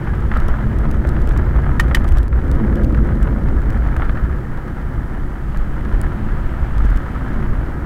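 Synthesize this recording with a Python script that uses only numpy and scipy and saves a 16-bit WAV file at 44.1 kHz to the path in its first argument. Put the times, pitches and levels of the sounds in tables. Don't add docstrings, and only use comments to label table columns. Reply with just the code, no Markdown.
import sys
import numpy as np
from scipy import signal
from scipy.fft import rfft, irfft, next_fast_len
from scipy.io import wavfile
from scipy.ndimage import uniform_filter1d

SR = 44100
rng = np.random.default_rng(int(sys.argv[2]) if len(sys.argv) > 2 else 0)


def generate_wav(signal):
    frames = np.transpose(np.atleast_2d(signal))
    scaled = np.clip(frames, -1, 1) * 32767
    pcm = np.round(scaled).astype(np.int16)
    wavfile.write(sys.argv[1], SR, pcm)


N = 346185
TIME = np.arange(N) / SR

# time in seconds, level in dB (some get a fixed trim later).
CAR_LEVEL = [(0, -52), (4.5, -77), (5.5, -53), (6.2, -50.5), (6.9, -48.5), (7.4, -51.5), (7.85, -58)]
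TYRE_LEVEL = [(0, -34.5), (0.25, -37.5), (0.35, -31.5), (0.55, -34), (1.0, -36), (1.3, -34.5), (2.0, -35.5),
              (2.45, -35.5), (3.0, -37.5), (3.6, -35.5), (4.05, -34.5), (4.35, -37.5), (4.6, -36.5),
              (5.4, -37), (6.1, -35.5), (6.7, -34.5), (7.2, -34), (7.85, -36)]
BOOM_LEVEL = [(0, -25), (0.15, -15), (0.6, -18), (0.85, -14), (1.4, -13.5), (2.2, -13.5), (3.0, -15),
              (3.9, -16.5), (4.35, -19.5), (4.5, -32), (4.95, -21), (5.35, -26.5), (5.9, -21), (6.4, -22),
              (7.85, -22)]
ROUGHNESS_LEVEL = [(0, -25.0), (0.55, -27), (0.7, -23), (1.0, -24), (1.9, -22), (2.28, -28.5),
                   (2.55, -22.5), (3.0, -22), (3.7, -25), (4.3, -26.5), (4.6, -29.5), (5.0, -28),
                   (5.35, -31), (6.05, -26.5), (6.4, -28), (7.0, -29.5), (7.45, -25.5), (7.85, -29)]
ROAR_LEVEL = [(0, -53), (2.3, -35.5), (2.55, -27.5), (2.85, -24), (3.1, -30), (3.6, -33), (4.25, -44),
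              (4.5, -53), (5.6, -70), (6.05, -43), (6.6, -44.5), (7.85, -48)]

# frequency in Hz, relative level in dB per Hz.
CAR_COLOUR = [(600, -6), (1500, 5.5), (2500, 0.5), (3100, -2), (3700, -9), (5500, -18.5), (9000, -21)]
SPRAY_COLOUR = [(1500, 7), (4000, 7), (5500, 4.5), (8000, 4.5), (11000, 3), (13000, 4), (16000, 0)]
SNAP_COLOUR = [(1500, -6), (3000, 6), (6000, 0), (10500, 1), (13500, 0), (16000, -5)]
CRACKLE_COLOUR = [(800, 8.5), (2500, 11), (5000, 4), (9000, 1.5), (16000, -4.5)]
KNOCK_COLOUR = [(250, -8.5), (600, 1.5), (1000, 1.5), (1300, 4), (1800, -2.5), (2400, -16.5), (3300, -23),
                (4200, -36.5), (5500, -51)]
CRACK_COLOUR = [(400, -11), (1100, 12.5), (1600, 17), (2200, 11), (3800, 3), (5500, -1), (10000, -6),
                (11500, -10), (12800, -4.5), (14000, -15), (16000, -16)]
SPLASH_COLOUR = [(400, -19), (800, -8), (1050, -11), (1300, 10), (1480, -1), (1680, 5.5), (2300, -16),
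                 (3300, -27), (4500, -33)]
TYRE_COLOUR = [(250, -8.5), (520, -1.6), (720, 2), (970, 2.5), (1100, 0.5), (1270, 4.5), (1500, 2),
               (1800, 0), (2100, -6.5), (2550, -17.5), (2800, -20.5), (3000, -16.5), (3700, -27),
               (6000, -36.5)]
THUD_COLOUR = [(60, 3), (130, 2.5), (220, -6.5), (450, -18.5), (700, -33)]
WIND_COLOUR = [(5, -4), (13, 1.5), (24, 5.5), (33, -4), (42, -5.5), (60, -18.5)]
BOOM_COLOUR = [(28, -16), (42, 0), (50, 0), (60, 2.5), (73, -6), (86, -7.5), (110, -19), (200, -45)]
PANEL_COLOUR = [(70, -11.5), (95, 3), (125, 6.5), (155, 1.5), (182, -4), (240, -4.5), (345, -6.5),
                (395, -12.5), (560, -16.5), (750, -25.5), (1400, -46)]
ROAR_COLOUR = [(170, -22.5), (215, 5), (240, 0), (290, 2), (340, -4), (420, -12), (540, -7), (680, -24)]

# start in seconds, peak in dB.
SNAPS = [(6.0148, -21.5)]
# start in seconds, strength in dB (of the summed energy).
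CRACKLES = [(0.371, -17), (0.401, -18), (0.4836, -15), (0.787, -22), (0.912, -17), (1.072, -21),
            (1.09, -14), (1.2184, -20.5), (1.274, -18), (1.291, -16), (1.323, -26), (1.375, -14),
            (1.8085, -16), (1.884, -26), (2.043, -19), (2.079, -17.5), (2.088, -15.5), (2.1222, -15.5),
            (2.172, -17), (2.184, -13), (2.23, -20.5), (2.28, -21.5), (2.5139, -13.5), (2.7564, -17.5),
            (2.8343, -20.5), (2.844, -17.5), (2.9477, -28), (3.2283, -16), (3.485, -25), (3.703, -18.5),
            (3.966, -18), (5.5724, -19.5), (6.781, -17), (6.8528, -21), (6.9017, -23), (6.961, -16),
            (6.972, -18)]
# start in seconds, level in dB before a fixed trim,
# brightness in dB per octave.
KNOCKS = [(0.0732, -19.5, 2.5), (0.138, -22.5, 1.5), (0.3159, -14, 4), (0.339, -21, 6), (0.3663, -17, 0),
          (0.486, -16.5, -3.5), (0.54, -18, 0), (0.852, -21.5, 4), (0.941, -22.5, 2), (1.05, -13.5, -4.5),
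          (1.1646, -19.5, 2), (1.3098, -21, 5), (1.3631, -19, 4.5), (1.589, -18, -1), (1.665, -18.5, 1),
          (1.6906, -18, -1), (1.8806, -22, 0), (1.9124, -14, 2), (1.97, -15, 4), (2.051, -20.5, 0),
          (2.1696, -20.5, 0.5), (2.328, -22, 4.5), (2.599, -19, 0), (2.946, -21, 6.5), (2.988, -20, 0),
          (3.089, -20, 2), (3.274, -19.5, 2), (3.3622, -22, -3), (3.863, -19.5, 0), (3.9642, -16, 3),
          (3.997, -17.5, -1), (4.021, -13.5, 2.5), (4.029, -18, -2), (4.0946, -15.5, 1.5),
          (5.546, -21.5, 0.5), (6.045, -18, -8.5), (7.003, -25, 0)]
# start in seconds, level of the ring in dB, level of the crack in dB.
CLACKS = [(1.796, -9, -17.5), (1.946, -12, -15.5)]
# middle in seconds, half-width in seconds, level in dB.
CHATTER_BURSTS = [(0.35, 0.033, -44.5), (4.06, 0.08, -48.5)]
# middle in seconds, half-width in seconds, level in dB.
SPLASHES = [(0.352, 0.028, -31), (0.45, 0.029, -36), (4.05, 0.023, -37), (4.17, 0.024, -34.5),
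            (4.31, 0.08, -38)]
# middle in seconds, level in dB.
GUSTS = [(0.449, -13), (0.85, -19), (1.25, -14), (1.72, -18), (2.1, -12), (2.53, -17), (2.98, -20),
         (3.55, -16.5), (4.08, -16.5), (4.55, -25), (4.93, -25), (5.23, -22), (5.62, -17), (5.98, -19),
         (6.38, -16), (6.84, -16.5), (7.45, -16.5)]
# middle in seconds, half-width in seconds, level in dB, pitch in Hz.
BUMPS = [(1.35, 0.24, -20, 57.14), (2.2, 0.093, -13, 52.2), (2.84, 0.017, -9, 52),
         (3.02, 0.022, -10, 55.76), (3.24, 0.018, -9, 47.95), (3.75, 0.14, -16.5, 55),
         (4.32, 0.052, -18, 59.9), (5.97, 0.025, -16.5, 37.3), (6.86, 0.085, -16, 49.98),
         (7.59, 0.019, -16.5, 41)]
# middle in seconds, half-width in seconds, level in dB.
HUMS = [(0.66, 0.058, -27), (2.63, 0.029, -19), (2.95, 0.025, -21), (3.38, 0.025, -23), (6.05, 0.042, -30),
        (6.25, 0.093, -30), (7.4, 0.095, -30)]
# start in seconds, peak of the swing in dB, pitch in Hz.
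THUMPS = [(0.637, -15, 110), (1.052, -15, 75), (2.811, -9, 80), (3.69, -8, 45), (5.567, -9, 45),
          (5.935, -7, 36), (6.024, -14, 80), (6.045, -13, 55), (6.624, -7.5, 47.7), (6.768, -4.5, 46),
          (6.823, -6.5, 44), (6.848, -4.5, 58), (6.916, -5.5, 42), (6.957, -4, 40), (7.411, -15, 80)]

# frequency in Hz, level in dB, time to fall 60 dB in seconds.
CLACK_MODES = [(1210, -11, 0.072), (1603, -6, 0.035), (1846, -0.5, 0.045), (1980, -9, 0.045),
               (2570, -26, 0.025), (3000, -14, 0.062), (3140, -13, 0.037), (4520, -30, 0.025)]
# frequency in Hz, level in dB, time to fall 60 dB in seconds.
CHATTER_MODES = [(1600, 11, 0.031), (2400, 0, 0.024), (3110, -6, 0.018), (3520, -5, 0.024),
                 (4120, -5, 0.017), (4720, -13, 0.018)]
# frequency in Hz, level in dB, time to fall 60 dB in seconds.
STONE_MODES = [(976, -5.5, 0.13), (1279, -2, 0.087), (1440, -5.5, 0.012), (1652, -2, 0.094),
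               (1740, -7, 0.033)]
# frequency in Hz, width in Hz, level in dB.
SHELL_MODES = [(211.2, 9.6, -11), (306, 18, -30.5), (350, 22, -20.5)]

GUST_S, BREEZE_DB = 0.11, -26.5
SPRAY_DB, SPRAY_FOLLOWS = -58.5, 0.14
GRIT_DB, GRIT_FOLLOWS = -2.5, 0.59
STONES_PER_S, STONE_DB = 28, -7
SURGE_DB, SURGE_HZ = 0.8, 11.3
DIP_AT_S, DIP_S, DIP_DB = 2.297, 0.029, -7.5
RATTLES_PER_S, RATTLE_DB = 3.7, -25.5
TICKS_PER_S, TICK_DB = 1.2, -28
CHATTERS_PER_S, SPLASH_DROPS_PER_S = 200, 300
SNAP_T60_S, THUMP_T60_S = 0.0039, 0.1
THUD_DB = -16
CUTOFF_HZ = 15900


def from_db(db):
    return 10 ** (np.asarray(db) / 20)


def rms_one(x):
    return x / np.sqrt(np.mean(x ** 2) + 1e-20)


def level_curve(rows):
    seconds, db = np.transpose(rows)
    return np.interp(TIME, seconds, db)


def swell(s, half_width_s):
    return np.exp(-0.5 * ((TIME - s) / half_width_s) ** 2)


def swells(rows):
    return sum(from_db(db) * swell(s, width) for s, width, db in rows)


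def dying(t60, size=8192):
    return np.exp(-np.log(1000) * TIME[:size] / t60)


def coloured(x, spectrum):
    size = 2 * next_fast_len(len(x))
    hz, db = np.transpose(spectrum)
    octave = np.log2(np.maximum(np.fft.rfftfreq(size, 1 / SR), 1))
    gain_db = np.interp(octave, np.log2(hz), db) - 20 * np.maximum(octave - np.log2(hz[-1]), 0)
    cepstrum = irfft(np.log(from_db(gain_db)))
    cepstrum[1:size // 2] *= 2
    cepstrum[size // 2 + 1:] = 0
    return irfft(rfft(x, size) * np.exp(rfft(cepstrum)))[:len(x)]


def noise(spectrum):
    return rms_one(coloured(rng.standard_normal(N), spectrum))


def evened(x, seconds):
    size = max(int(seconds * SR), 2)
    power = uniform_filter1d(uniform_filter1d(x ** 2, size), size)
    return x / np.sqrt(power + 1e-12)


def resonate(x, hz, width_hz):
    r = np.exp(-np.pi * width_hz / SR)
    return signal.lfilter([1, 0, -1], [1, -2 * r * np.cos(2 * np.pi * hz / SR), r * r], x)


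def add(out, s, sound):
    start = int(s * SR)
    out[start:start + len(sound)] += sound[:N - start]


def at_random(per_s, db, drive_db):
    drive = from_db(drive_db) ** 2
    happens = rng.random(N) < per_s / SR * drive / drive.mean()
    return [(s, db) for s in TIME[happens]]


def random_taps(per_s, spread_db):
    sizes = from_db(spread_db * np.minimum(rng.exponential(1, N), 2))
    return sizes * (rng.random(N) < per_s / SR)


def hit(fade, spectrum):
    sound = coloured(rng.choice([-1, 1], len(fade)) * fade, spectrum)
    return sound / np.sqrt(np.mean(sound[:SR // 100] ** 2))


def patter(per_s, modes, spread_db):
    taps = random_taps(per_s, spread_db)
    out = np.zeros(N)
    for hz, db, t60 in modes:
        strikes = taps * rng.standard_normal(N) + 1e-18
        width_hz = np.log(1000) / (np.pi * t60)
        out += from_db(db) * resonate(strikes, hz, width_hz)
    return rms_one(out)


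def passing_car():
    return from_db(level_curve(CAR_LEVEL)) * noise(CAR_COLOUR)


def spray(tyre_db):
    spray_db = SPRAY_DB + SPRAY_FOLLOWS * (tyre_db - tyre_db.mean())
    return from_db(spray_db) * noise(SPRAY_COLOUR)


def snaps():
    out = np.zeros(N)
    for s, db in SNAPS:
        snap = hit(dying(SNAP_T60_S), SNAP_COLOUR)
        add(out, s, from_db(db) * snap / np.abs(snap).max())
    return out


def crackles(boom_db, spread_s=0.003, count=5):
    out = np.zeros(N)
    for s, db in CRACKLES + at_random(TICKS_PER_S, TICK_DB, boom_db):
        ticks = np.zeros(1024)
        at = (rng.random(count) * spread_s * SR).astype(int)
        ticks[at] = rng.choice([-1, 1], count) * rng.uniform(0.2, 1, count)
        crackle = coloured(ticks, CRACKLE_COLOUR)
        add(out, s, from_db(db) * crackle / np.sqrt(np.sum(crackle ** 2)))
    return out


def chatter():
    ticking = patter(CHATTERS_PER_S, CHATTER_MODES, spread_db=2.5)
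    return swells(CHATTER_BURSTS) * evened(ticking, seconds=0.06)


def knocks(rough_db, contact=5.5):
    out = np.zeros(N)
    fade = dying(t60=0.024) + from_db(-19) * dying(t60=0.12)
    fade[0] = contact
    light = [(s, db, 0) for s, db in at_random(RATTLES_PER_S, RATTLE_DB, rough_db)]
    lowest_hz = KNOCK_COLOUR[0][0]
    for s, db, tilt in KNOCKS + light:
        colour = [(hz, level + tilt * np.log2(hz / lowest_hz)) for hz, level in KNOCK_COLOUR]
        add(out, s, from_db(db - 10.5) * hit(fade, colour))
    return out


def clacks(seat_s=0.00126, bite_s=0.0009, bounce_s=0.0047, bounce_db=-7):
    out = np.zeros(N)
    crack = dying(t60=0.018) + from_db(-13.5) * dying(t60=0.07)
    crack = crack * (1 - np.exp(-TIME[:len(crack)] / bite_s))
    for s, ring_db, crack_db in CLACKS:
        for k, (hz, db, t60) in enumerate(CLACK_MODES):
            fade = dying(t60)
            ring = (-1) ** k * fade * np.sin(2 * np.pi * hz * TIME[:len(fade)])
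            bounce_at = s + bounce_s * rng.uniform(0.927, 1.02)
            add(out, s, from_db(ring_db + db) * ring)
            add(out, bounce_at, from_db(ring_db + db + bounce_db) * ring)
        add(out, s + seat_s, from_db(crack_db) * hit(crack, CRACK_COLOUR))
    return out


def splashes():
    drops = rng.standard_normal(N) * (rng.random(N) < SPLASH_DROPS_PER_S / SR)
    return swells(SPLASHES) * evened(coloured(drops, SPLASH_COLOUR), seconds=0.042)


def fine_grit(grains_per_s=130, spread_db=3.5, ring_s=0.018):
    taps = random_taps(grains_per_s, spread_db)
    power = signal.fftconvolve(taps ** 2, dying(ring_s) ** 2)[:N]
    scatter = np.sqrt(np.abs(power))
    return rms_one(coloured(scatter * rng.standard_normal(N), TYRE_COLOUR))


def coarse_grit():
    taps = patter(STONES_PER_S, STONE_MODES, spread_db=-0.5)
    return from_db(STONE_DB) * evened(taps, seconds=0.95)


def tyres(tyre_db, rough_db):
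    surge_db = SURGE_DB * noise([(1, 0), (SURGE_HZ, 0)])
    grit_db = GRIT_DB + GRIT_FOLLOWS * (rough_db - rough_db.mean())
    rolling = noise(TYRE_COLOUR) + from_db(grit_db) * (fine_grit() + coarse_grit())
    return from_db(tyre_db + surge_db - 2.0) * rolling


def wind():
    gust_power = sum((from_db(db) * swell(s, GUST_S)) ** 2 for s, db in GUSTS)
    level = np.sqrt(from_db(BREEZE_DB) ** 2 + gust_power)
    return level * evened(noise(WIND_COLOUR), seconds=0.16)


def throbs(rows, wander=0.7, wander_hz=9):
    drift = wander * noise([(1, 0), (wander_hz, 0)])
    out = np.zeros(N)
    for s, width, db, hz in rows:
        tone = np.sqrt(2) * np.sin(2 * np.pi * (hz * TIME + rng.random()) + drift)
        out += from_db(db) * swell(s, width) * tone
    return out


def hums():
    lowest_hz = SHELL_MODES[0][0]
    return throbs([(s, width, db, lowest_hz) for s, width, db in HUMS])


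def thumps():
    out = np.zeros(N)
    fade = dying(THUMP_T60_S)
    for s, db, hz in THUMPS:
        swing = rng.choice([-1, 1]) * fade * np.sin(2 * np.pi * hz * TIME[:len(fade)])
        thud = from_db(THUD_DB) * hit(dying(t60=0.057), THUD_COLOUR)
        add(out, s, from_db(db) * (swing / np.abs(swing).max() + thud))
    return out


def shell(boom_db, rough_db):
    boom = from_db(boom_db - 0.93) * evened(noise(BOOM_COLOUR), seconds=0.15)
    shaking = noise([(100, 0), (400, 0.0065)])
    modes = sum(from_db(db) * rms_one(resonate(shaking, hz, width)) for hz, width, db in SHELL_MODES)
    drumming = evened(noise(PANEL_COLOUR) + modes, seconds=0.19)
    panels = from_db(rough_db + 2.0) * drumming
    roar = from_db(level_curve(ROAR_LEVEL)) * noise(ROAR_COLOUR)
    return boom + panels + roar


def scene():
    rough_db = level_curve(ROUGHNESS_LEVEL)
    tyre_db = level_curve(TYRE_LEVEL)
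    boom_db = level_curve(BOOM_LEVEL)
    wet_road = passing_car() + spray(tyre_db) + splashes() + tyres(tyre_db, rough_db)
    dip = from_db(DIP_DB * swell(DIP_AT_S, DIP_S))
    small_parts = snaps() + crackles(boom_db) + chatter() + knocks(rough_db) + clacks()
    body = wind() + throbs(BUMPS) + hums() + thumps() + shell(boom_db, rough_db)
    return (dip * wet_road + small_parts + body)[None]


def record(dry, ceiling=0.77):
    rounded = dry / (1 + (dry / ceiling) ** 8) ** (1 / 8)
    low_pass = signal.ellip(10, 0.1, 80, CUTOFF_HZ, fs=SR, output="sos")
    return signal.sosfilt(low_pass, rounded)


dry = scene()
out = record(dry)
generate_wav(out)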